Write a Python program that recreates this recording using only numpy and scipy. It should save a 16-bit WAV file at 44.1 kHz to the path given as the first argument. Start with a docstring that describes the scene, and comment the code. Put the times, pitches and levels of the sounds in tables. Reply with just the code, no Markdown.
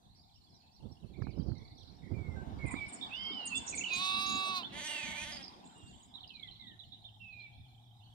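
"""An open pasture, heard through two microphone ports: a lamb and then a ewe bleat.
Each bleat is a train of vocal-fold pulses and air puffs that rings the resonances of a throat.
Songbirds whistle, chirp and twitter all round, as gliding near-sine notes. Shaped noise makes the wind
on the right port early on, and a background noise floor that the recorder's noise suppression lets
through more strongly midway. Handling knocks thump the right port, and a far engine starts to hum."""
import sys
import numpy as np
from scipy import signal
from scipy.fft import rfft, irfft
from scipy.io import wavfile
from scipy.ndimage import uniform_filter1d

SR = 44100
rng = np.random.default_rng(int(sys.argv[2]) if len(sys.argv) > 2 else 0)


def to_wav(sig):
    """Store sig (one row per channel, or 1-D mono) as 16-bit WAV at the path in sys.argv[1].

    Samples outside -1..1 are clipped; the rate is SR.
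    """
    pcm = np.clip(np.atleast_2d(sig), -1, 1) * 32767
    pcm = np.round(pcm).astype(np.int16)
    wavfile.write(sys.argv[1], SR, pcm.T)  # frames by channels


N = 358952
TIME = np.arange(N) / SR


def amp(db):
    """Turns decibels into gain."""
    return 10 ** (np.asarray(db) / 20)


def evened(x):
    """Scales to rms 1."""
    return x / np.sqrt(np.mean(x ** 2) + 1e-20)


def curve(rows, t):
    """Reads every column of a time table at the times t, with straight lines between rows."""
    s, *columns = np.transpose(rows)
    return [np.interp(t, s, c) for c in columns]


def read(points, hz):
    """Reads a spectrum on a log-frequency axis."""
    f, value = np.transpose(points)
    return np.interp(np.log(hz + 1), np.log(f), value)


def colour(x, points):
    """Filters causally by a spectrum in dB, so that resonances ring after each pulse."""
    hz = abs(np.fft.fftfreq(4096, 1 / SR))
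    log_gain = np.log(amp(read(points, hz)))
    # the minimum-phase filter with this gain
    taps = np.fft.ifft(np.exp(np.conj(signal.hilbert(log_gain)))).real
    return signal.oaconvolve(x, taps)[:len(x)]


def lowpass(order, hz):
    """Designs a filter that passes what lies below hz."""
    return signal.butter(order, hz, fs=SR, output="sos")


def wander(size, hz):
    """Random drift scaled to rms 1, mostly slower than hz."""
    length = 2 ** 17 if size > 2 ** 14 else 2 ** 14
    f = np.fft.rfftfreq(length, 1 / SR)
    slow = rfft(rng.standard_normal(length)) / (1 + (f / hz) ** 4)
    return evened(irfft(slow))[:size]


def add(mix, s, sound):
    """Mixes a sound in at time s."""
    part = mix[max(round(s * SR), 0):][:len(sound)]
    part += sound[:len(part)]


# How the left port colours sound. Each row: frequency in Hz, gain in dB.
LEFT_PORT_GAIN = [(700, 3), (2600, -5.5), (4600, 3), (12000, 11)]


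def ports(x, lead_ms, left_db, right_db):
    """Sound reaches the left port slightly earlier; each port has its own level, the left its own tone."""
    hz = np.fft.rfftfreq(N, 1 / SR)
    advance = np.exp(2j * np.pi * hz * lead_ms / 1000)
    early = irfft(rfft(x) * amp(read(LEFT_PORT_GAIN, hz)) * advance, N)
    return np.array([amp(left_db) * early, amp(right_db) * x])


def field(x, wet_db, t60):
    """Scatter from the ground and the hillside, fading 60 dB in t60 seconds, different at each port."""
    t = TIME[:SR]
    tail = rng.standard_normal((2, SR)) * amp(-60 * t / t60) * (t > .008)
    tail /= np.linalg.norm(tail[0])
    return amp(wet_db) * signal.fftconvolve(x[None], tail, axes=1)[:, :N]


def voice(hz, throat, breath_db, count):
    """Pulses of the vocal folds, and a puff of air in each cycle, ring the throat."""
    turns = np.cumsum(hz) / SR
    pulses = sum(np.cos(2 * np.pi * k * turns) for k in range(1, count))
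    puffs = rng.standard_normal(len(hz)) * np.exp(-2 * (turns % 1))
    return evened(colour(evened(pulses) + amp(breath_db) * evened(puffs), throat))


def mottle(x, depth_db=4):
    """The upper harmonics swell and fade, a few at a time."""
    z = signal.stft(x)[-1]
    patches = uniform_filter1d(rng.standard_normal(z.shape), size=6, axis=0)
    patches = evened(uniform_filter1d(patches, size=30))
    return signal.istft(z * amp(depth_db * patches))[-1][:len(x)]


# The lamb's bleat. Each row: time in seconds, pitch in Hz before smoothing, effort in dB before level_db,
# lowest throat resonance against the rest in dB before low_lift_db.
LAMB_BLEAT = [(3.87, 307.4, -57, -10), (3.938, 362, -39.5, -11), (3.962, 352.4, -40.5, -10.5),
              (4.016, 374.3, -37.5, -3.5), (4.226, 385.4, -38, -4.5), (4.502, 379.3, -41.5, 1),
              (4.58, 366.8, -41, 1), (4.645, 317, -54.5, -4)]
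# The lamb's throat resonances. Each row: frequency in Hz, relative gain in dB.
LAMB_RESONANCES = [(380, -25), (765, -12), (1150, 3), (1530, -21.5), (1950, -21), (2680, 3), (3070, -12),
                   (3830, 5.5), (4250, -7), (5000, -10.5), (5370, -29), (5750, -14.5), (6150, -22.5),
                   (8800, -29), (10400, -32), (15500, -46.5)]


def lamb(level_db=2, low_lift_db=4, snap=0.54):
    """A clear, arching bleat of vocal-fold pulses through a throat, with an uneven, breathy top."""
    t = np.arange(LAMB_BLEAT[0][0], LAMB_BLEAT[-1][0], 1 / SR)
    hz, effort_db, low_db = curve(LAMB_BLEAT, t)
    hz = uniform_filter1d(hz, size=900) * (1 + .0013 * wander(len(t), 90))
    call = voice(hz, LAMB_RESONANCES, -21, count=46)
    low = signal.sosfiltfilt(lowpass(4, 1700), call)
    body = signal.sosfiltfilt(lowpass(4, 5200), call)
    # the folds snap shut, and so make treble, most strongly at full effort
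    snap_db = snap * (effort_db - effort_db.max())
    treble = mottle(call - body) * amp(snap_db + 2 * wander(len(t), 16.0))
    call = body - low + treble + amp(low_db + low_lift_db) * low
    out = np.zeros(N)
    add(out, LAMB_BLEAT[0][0], amp(effort_db + level_db) * call * signal.windows.tukey(len(t), .05))
    scatter = field(out, -16, .025) + field(out, -27, .7)
    return ports(out, 0.2115, -2.9, 3.6) + scatter


# The tone of the ewe's bleat: her throat resonances; the sound also dips deeply near 5.1 kHz. Each row:
# frequency in Hz, relative gain in dB.
EWE_TONE = [(300, -15.5), (600, 0), (880, 0), (1300, -9), (2050, 9.5), (2650, -2.5), (3200, 10.5),
            (3800, 1.5), (4150, -4), (4750, 0), (5100, -13.5), (6200, -3), (7200, -10), (9000, -8),
            (15500, -45)]
# Catches in the ewe's voice. Each entry: time in seconds.
VOICE_CATCHES = [4.806, 4.882, 4.922, 4.961, 5.006, 5.051, 5.09, 5.124, 5.168, 5.245, 5.315, 5.365]
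# She scoops up to one pitch, holds it, and lets it sag as her breath runs out.
EWE_START_S, EWE_LENGTH_S, EWE_ATTACK_S, EWE_RELEASE_S = 4.705, 0.77, 0.12, .21
EWE_HZ, EWE_SCOOP, EWE_DROOP = 310.4, .06, 0.18  # scoop and droop are shares of the pitch
EWE_DB, EWE_ONSET_DB, EWE_END_DB, EWE_TIRING_DB_PER_S = -39.5, -7, -19.5, 6
EWE_OPEN_S, EWE_DULL_DB = 0.12, 8  # the treble comes in as her mouth opens, and goes as it shuts


def ewe(sag=.09, dip_db=3.5, shimmer=0.17, ragged_db=4.0):
    """A hoarse, quavering bleat: at each catch pitch and level drop, then climb back; the end breaks up."""
    t = np.arange(0, EWE_LENGTH_S, 1 / SR)
    onset = np.maximum(1 - t / EWE_ATTACK_S, 0)
    release = np.maximum(1 - (EWE_LENGTH_S - t) / EWE_RELEASE_S, 0) ** 2
    # climbs from 0 to 1 between one catch and the next
    bounds = np.r_[EWE_START_S, VOICE_CATCHES, EWE_START_S + EWE_LENGTH_S]
    climb = np.interp(EWE_START_S + t, bounds, np.arange(len(bounds))) % 1
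    slack = uniform_filter1d((1 - climb) ** 1.5, size=550)
    hz = EWE_HZ * (1 - EWE_SCOOP * onset - EWE_DROOP * release) * (1 - sag * slack)
    call = voice(hz * (1 + .008 * wander(len(t), 200)), EWE_TONE, -13, count=52)
    effort_db = EWE_DB + EWE_ONSET_DB * onset + EWE_END_DB * release - EWE_TIRING_DB_PER_S * t
    body = signal.sosfiltfilt(lowpass(4, 4500), call)
    mouth_shut = np.maximum(1 - t / EWE_OPEN_S, 0) + release
    call = body + mottle(call - body) * amp(-EWE_DULL_DB * mouth_shut)
    breaks_db = ragged_db * np.sqrt(release) * wander(len(t), 50)
    call *= amp(effort_db - dip_db * slack + breaks_db) * (1 + shimmer * wander(len(t), 110))
    out = np.zeros(N)
    add(out, EWE_START_S, call * signal.windows.tukey(len(t), .1))
    scatter = field(out, -5, .02) + field(out, -16, 1.2)
    return ports(out, 0.053, -6.5, 0.2) + scatter


def note(length, first, middle, last, db, wobble_rate=0, wobble_hz=0, waver=0.0012, flutter_db=4.0,
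         fade_s=0.0072):
    """One near-sine note of a bird's syrinx, its pitch gliding along an arc."""
    t = TIME[:max(int(length * SR), SR // 200)]
    hz = np.polyval(np.polyfit([0, .5, 1], [first, middle, last], 2), t / t[-1])
    hz = hz * (1 + waver * wander(len(t), 120)) + wobble_hz * np.sin(2 * np.pi * wobble_rate * t)
    swell = signal.windows.tukey(len(t), min(fade_s / t[-1], 1)) * amp(flutter_db * wander(len(t), 66))
    if wobble_rate:
        swell *= 1 + 0.34 * np.cos(2 * np.pi * wobble_rate * t)  # louder while the wobble rises
    turn = 2 * np.pi * np.cumsum(hz) / SR
    return amp(db) * evened(swell * np.sin(turn))


def short_notes(rows, shape, waver):
    """Plays one note shape at the time, pitch and level of each row."""
    out = np.zeros(N)
    length, first, last = shape
    for s, hz, db in rows:
        add(out, s, note(length, first * hz, hz, last * hz, db, waver=waver))
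    return out


def phrase(rows, level_db=-1, waver=0.0036, flutter_db=2.0):
    """One unbroken whistle that follows a curve of pitch and level."""
    t = np.arange(rows[0][0], rows[-1][0], 1 / SR)
    hz, db = curve(rows, t)
    turn = 2 * np.pi * np.cumsum(hz * (1 + waver * wander(len(t), 150))) / SR
    gain = amp(db + level_db + flutter_db * wander(len(t), 66))
    return gain * evened(np.sin(turn)) * signal.windows.tukey(len(t), .05)


# All bird levels below are in dB before the gains of the two ports.
# The fluting songbird's legato phrases, as curves.
# Each row: time in seconds, pitch in Hz, level in dB before the phrase's level_db.
FLUTED_PHRASE_1 = [(2.585, 2224, -64.5), (2.615, 2220, -51.5), (2.725, 1950, -56.5), (2.769, 2350, -49.5),
                   (2.847, 2260, -47), (2.875, 2207, -53)]
# The second phrase. Each row: time in seconds, pitch in Hz, level in dB, as above.
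FLUTED_PHRASE_2 = [(3.103, 2390, -54), (3.153, 2864, -44), (3.192, 3100, -48), (3.304, 3166, -46.5),
                   (3.454, 2788, -50), (3.491, 2840, -54), (3.535, 2608, -42.5), (3.589, 2820, -46.5)]
# The third phrase. Each row: time in seconds, pitch in Hz, level in dB, as above.
FLUTED_PHRASE_3 = [(4.876, 2910, -47.5), (4.96, 2730, -48), (5.04, 2467, -48.5), (5.08, 2254, -51),
                   (5.13, 2187, -51), (5.229, 2564, -48.5)]
# A quickening run of downward slurs. Each row: start in seconds, middle pitch in Hz, level in dB.
SLUR_RUN = [(3.725, 2370, -48.5), (3.775, 2365, -51.5), (3.808, 2500, -46), (3.835, 2830, -42.5),
            (3.859, 2944, -44), (3.882, 2708, -48)]
# Single long whistles, each sagging a little in the middle.
# Each row: start in seconds, length in seconds, first pitch in Hz, last pitch in Hz, level in dB.
LONG_WHISTLES = [(2.131, 0.23, 2420, 2043, -66), (2.351, 0.077, 1573, 1565, -61.5),
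                 (2.749, .06, 4100, 3290, -64), (3.176, .18, 2106, 2264, -61),
                 (3.542, 0.056, 3540, 3500, -44.5), (3.894, 0.092, 2590, 2460, -42),
                 (4.081, .11, 3660, 3980, -48), (5.742, 0.194, 2875, 2790, -72),
                 (6.281, 0.21, 2830, 1948, -67), (6.586, 0.17, 2185, 1770, -69.5),
                 (7.195, 0.29, 2770, 2299, -58)]
WHISTLE_SAG = 0.014  # share of the pitch
# A note shape: length in seconds, then first and last pitch as shares of the middle one.
SLUR_SHAPE = (0.0243, 1.05, 0.88)


def fluting_birds():
    """Legato phrases, a run of slurs and single long whistles, all near-sine tones of the syrinx."""
    out = short_notes(SLUR_RUN, SLUR_SHAPE, waver=0.029)
    for rows in (FLUTED_PHRASE_1, FLUTED_PHRASE_2, FLUTED_PHRASE_3):
        add(out, rows[0][0], phrase(rows))
    for s, length, first, last, db in LONG_WHISTLES:
        middle = np.sqrt(first * last) * (1 - WHISTLE_SAG)
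        add(out, s, note(length, first, middle, last, db, waver=0.008, flutter_db=0.0, fade_s=0.041))
    return ports(out, 0.4, 0.2, 7.4) + field(out, -3, 0.11) + field(out, -6.5, 1.0)


# Thin chirps, sung with both sides of the syrinx at once.
# Each row: start in seconds, middle pitch of the upper voice in Hz, level in dB.
TWO_VOICED_CHIRPS = [(2.659, 8600, -65), (2.705, 8360, -59), (2.88, 8530, -63.5), (2.923, 8340, -55.5),
                     (3.454, 8100, -50), (3.554, 7900, -48.5), (3.662, 7060, -50.5), (3.688, 7570, -50.5),
                     (3.749, 7960, -51)]
# Rising chirps. Each row: start in seconds, middle pitch in Hz, level in dB.
RISING_CHIRPS = [(3.779, 6810, -44.5), (3.932, 6740, -48.5), (4.549, 4150, -47.5), (4.63, 3294, -47.5)]
# Sharp rising ticks. Each row: start in seconds, middle pitch in Hz, level in dB.
RISING_TICKS = [(5.369, 4860, -50), (5.478, 4840, -53.5), (6.205, 3840, -56), (6.274, 4840, -61.5),
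                (6.395, 3930, -55)]
# Scolding notes that dive and hook back up. Each row: start in seconds, middle pitch in Hz, level in dB.
SCOLDING_HOOKS = [(6.23, 3110, -56), (6.292, 3300, -56.5), (6.42, 3540, -51.5), (6.472, 3200, -56)]
# Arched cheeps, each with a lower, softer, falling tail.
# Each row: start in seconds, middle pitch in Hz, level in dB.
ARCHED_CHEEPS = [(6.138, 3920, -52.5), (6.509, 4190, -59), (6.596, 4050, -57), (6.669, 3840, -57.5),
                 (6.79, 3850, -55), (6.92, 3810, -56), (7.04, 3550, -56.5), (7.394, 4230, -63.5)]
# Notes sung over and over. Each row: start, end, period and note length in seconds,
# first, middle and last pitch in Hz, level in dB.
REPEATED_NOTES = [(0.146, .98, 0.19, 0.058, 4200, 5510, 4270, -75),
                  (1.219, 1.7, 0.083, 0.037, 5730, 4470, 3920, -73),
                  (1.777, 1.88, .033, 0.0406, 3420, 4200, 3960, -72),
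                  (4.262, 4.36, 0.028, .015, 5520, 6920, 6570, -51)]
# Trills, all with the same quick wobble.
# Each row: start in seconds, length in seconds, pitch in Hz, level in dB.
WOBBLING_TRILLS = [(1.135, 0.18, 2280, -71.5), (2.02, 0.13, 2080, -72), (2.653, 0.077, 2366, -57),
                   (3.011, 0.064, 3520, -48.5), (3.136, 0.019, 3540, -49.5), (3.15, 0.21, 4920, -62),
                   (4.013, 0.085, 3694, -47.5), (5.319, 0.057, 4900, -55), (5.426, 0.042, 5030, -55.5),
                   (1.551, .2, 2140, -77), (5.64, 0.43, 7490, -72), (6.338, 0.029, 4030, -57)]
# Note shapes: length in seconds, then first and last pitch as shares of the middle one.
THIN_SHAPE, UPSWEEP_SHAPE = (0.032, 1.117, 0.95), (.036, .94, 1.14)
TICK_SHAPE, HOOK_SHAPE = (0.0083, 0.896, 1.08), (0.0215, 1.39, 1.01)
CHEEP_SHAPE, TAIL_SHAPE = (0.022, 0.9, 0.86), (.036, 1.05, 0.794)
LOWER_VOICE, LOWER_VOICE_DB = 0.876, -1  # pitch as a share of the upper voice, and level against it
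CHEEP_GAP_S, CHEEP_DROP, CHEEP_TAIL_DB = 0.021, 0.93, -7.5  # the tail against its cheep
WOBBLES_PER_S, WOBBLE_DEPTH = 50, 0.047  # depth is a share of the pitch


def small_birds():
    """Two-voiced thin chirps, upsweeps, scolding ticks and hooks, cheeps, repeated notes and trills."""
    lower_voices = [(s, hz * LOWER_VOICE, db + LOWER_VOICE_DB) for s, hz, db in TWO_VOICED_CHIRPS]
    tails = [(s + CHEEP_GAP_S, hz * CHEEP_DROP, db + CHEEP_TAIL_DB) for s, hz, db in ARCHED_CHEEPS]
    out = short_notes(TWO_VOICED_CHIRPS + lower_voices, THIN_SHAPE, waver=0.03)
    kinds = ((RISING_CHIRPS, UPSWEEP_SHAPE), (RISING_TICKS, TICK_SHAPE), (SCOLDING_HOOKS, HOOK_SHAPE),
             (ARCHED_CHEEPS, CHEEP_SHAPE), (tails, TAIL_SHAPE))
    for rows, shape in kinds:
        out += short_notes(rows, shape, waver=0.03)
    for start, end, period, *shape in REPEATED_NOTES:
        for s in np.arange(start, end, period):
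            add(out, s, note(*shape, waver=0.023))
    for s, length, hz, db in WOBBLING_TRILLS:
        add(out, s, note(length, hz, hz, hz, db, WOBBLES_PER_S, WOBBLE_DEPTH * hz, waver=0.0285))
    return ports(out, 0.449, -7.0, 7.63) + field(out, -2, .06) + field(out, -5.5, 0.56)


# Far birdsong. Each row: time in seconds, typical note level in dB before near_db, middle pitch in Hz.
FAR_CHORUS = [(0, -69.5, 4055), (1.2, -72.5, 3925), (1.8, -64, 4230), (2.2, -81, 3795), (3.3, -56.5, 4313),
              (5.7, -66.5, 3562), (7.7, -68, 3420)]
FAR_LOWEST_HZ = 2695  # the spread of pitches grows with the height above this one


def far_birds(count=340, near_db=-2):
    """An unbroken far song of overlapping gliding notes, arched and slurred, wider when higher."""
    out = np.zeros(N)
    for k, (when, span, height, bend, slope, size) in enumerate(rng.random((count, 6))):
        s = (k + when) / count * N / SR
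        db, mean_hz = curve(FAR_CHORUS, s)
        reach = mean_hz - FAR_LOWEST_HZ
        hz = mean_hz + reach * (height - .5)
        arch = 1.6 * reach * (bend - .45)
        fall = reach * (slope - .4)
        db += 8 * (size - .5)
        length = 0.01793 + .035 * span
        add(out, s, note(length, hz + fall, hz + arch, hz - fall, db, waver=0.0304, fade_s=0.017))
    scatter = field(out, -6, .6)
    return ports(amp(near_db) * out, 0.455, -28, 1) + scatter


# The strength of the wind. Each row: time in seconds, level in dB before level_db.
WIND_GUSTS = [(0.78, -60), (0.86, -46), (0.96, -64.5), (1.2, -44.5), (1.55, -41), (1.66, -54), (1.98, -54),
              (2.12, -41.5), (2.44, -44), (2.63, -40), (2.9, -51.5)]
# The tone of the buffeting. Each row: frequency in Hz, relative level in dB per Hz.
BUFFET_TONE = [(20, -13.5), (75, 5), (160, -1), (350, -9), (1400, -42.5), (4000, -94)]


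def wind(level_db=5, left_db=-27, lump_db=4.5):
    """Wind turbulence as lumpy low noise, mostly on the exposed right port."""
    t = np.arange(WIND_GUSTS[0][0], WIND_GUSTS[-1][0], 1 / SR)
    out = np.zeros(N)
    noise = colour(rng.standard_normal(len(t)), BUFFET_TONE)
    turbulence = evened(noise * amp(lump_db * wander(len(t), 23.3)))
    gain = amp(curve(WIND_GUSTS, t)[0] + level_db)
    add(out, WIND_GUSTS[0][0], gain * turbulence * signal.windows.tukey(len(t), .04))
    return out * amp([[left_db], [0]])


# Handling knocks. Each row: time of the peak in seconds, thump level in dB,
# swing frequency in Hz, starting level of the crack in dB.
HANDLING_KNOCKS = [(1.223, -20.5, 118, -34), (1.271, -26.5, 234, -40), (1.399, -18, 164, -57),
                   (1.52, -21.5, 128, -48.5), (2.742, -20.5, 249, -29), (5.842, -41, 94.8, -76)]


def handling(left_db=-27):
    """Handling knocks, mostly on the right port: short low thumps, each with a dull crack of noise."""
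    out = np.zeros(N)
    dull = lowpass(5, 1700)
    for s, db, hz, crack_db in HANDLING_KNOCKS:
        u = (TIME[:SR // 10] - .02) * hz  # cycles from the peak
        add(out, s - .02, amp(db) * np.exp(-1.8 * np.hypot(u, .1)) * np.cos(2 * np.pi * u))
        crack = evened(signal.sosfilt(dull, rng.standard_normal(len(u))))
        crack *= np.exp(-TIME[:len(u)] / 0.0028)
        add(out, s - .002, amp(crack_db) * crack)
    return out * amp([[left_db], [0]])


# A far engine's hum. Each row: time in seconds, pitch in Hz, level in dB.
ENGINE_HUM = [(6.4, 104.2, -68), (7.9, 115.4, -61)]
# The engine's dull roar. Each row: frequency in Hz, relative level in dB per Hz.
ROAR_TONE = [(450, -43), (650, -1), (820, 11), (1000, -15), (1400, -34.5)]


def engine(second_db=-20, roar_db=-13):
    """A far engine: a wavering, slowly rising hum of two harmonics, with a dull roar of shaped noise."""
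    t = np.arange(ENGINE_HUM[0][0], N / SR, 1 / SR)
    hz, db = curve(ENGINE_HUM, t)
    turn = 2 * np.pi * np.cumsum(hz * (1 + 0.053 * wander(len(t), 16.6))) / SR
    hum = evened(np.sin(turn) + amp(second_db) * np.sin(2 * turn))
    roar = evened(colour(rng.standard_normal(len(t)), ROAR_TONE))
    out = np.zeros(N)
    add(out, ENGINE_HUM[0][0], amp(db + 2 * wander(len(t), 30)) * (hum + amp(roar_db) * roar))
    return ports(out, 0.16, -1.3, 0)


# The tone of the background noise floor. Each row: frequency in Hz, relative level in dB per Hz.
FLOOR_TONE = [(25, -21.5), (95, 3.5), (163, -7.5), (462, -36), (580, -36), (749, -19.5), (952, -26),
              (1310, -45), (2780, -45), (3630, -36), (5420, -38.5), (15000, -42)]
# How far the recorder's noise suppression opens.
# Each row: time in seconds, rise of the floor in dB before the share below.
SUPPRESSION_OPENING = [(0, 8.7), (1.8, 11.9), (2.3, 20.1), (2.8, 25.7), (4.6, 25.3), (5.4, 22.46),
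                       (6.1, 13.8), (7, 9.3)]
# How much of the opening each pitch takes. Each row: frequency in Hz, factor on the rise in dB.
OPENING_SHARE = [(140, 0.18), (225, 1.214), (480, 1.375), (800, 1.028), (1400, 1.606), (12000, 0.14)]


def noise_floor(level_db=-66, patch_db=3.5, same=0.44):
    """Patchy background noise, let through more strongly midway as the noise suppression opens."""
    frames, hz = N // 256 + 5, np.fft.rfftfreq(1024, 1 / SR)
    a, b, c, d, patches = rng.standard_normal((5, frames, len(hz)))
    patches = uniform_filter1d(patches, size=14, axis=0)
    patches = evened(uniform_filter1d(patches, size=8, axis=1))
    frame_s = np.linspace(0, N / SR, frames)
    opening_db = curve(SUPPRESSION_OPENING, frame_s)[0][:, None] * read(OPENING_SHARE, hz)
    same = np.clip(same, 0, 1)  # how alike the two ports are
    right = a + 1j * b
    left = same * right + np.sqrt(1 - same ** 2) * (c + 1j * d)
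    left = left * np.exp(2j * np.pi * hz * 0.000387)  # the left port leads by 0.387 ms
    z = np.array([amp(0.5) * left, right]) * amp(read(FLOOR_TONE, hz) + patch_db * patches)
    plain, opened = (signal.istft(v.swapaxes(1, 2), nperseg=1024, noverlap=768)[1][:, :N]
                     for v in (z, z * amp(opening_db)))
    return amp(level_db) * opened / plain.std()  # level_db is the level without the opening


def scene():
    """The whole pasture."""
    animals = lamb() + ewe() + fluting_birds() + small_birds() + far_birds()
    return animals + wind() + handling() + noise_floor() + engine()


def record(dry):
    """The recorder's band limit: a steep filter that takes away what lies above about 15.6 kHz."""
    taps = signal.firwin(511, 15600, window=("kaiser", 9), fs=SR)
    return signal.oaconvolve(dry, taps[None], "same")


dry = scene()
out = record(dry)
to_wav(out)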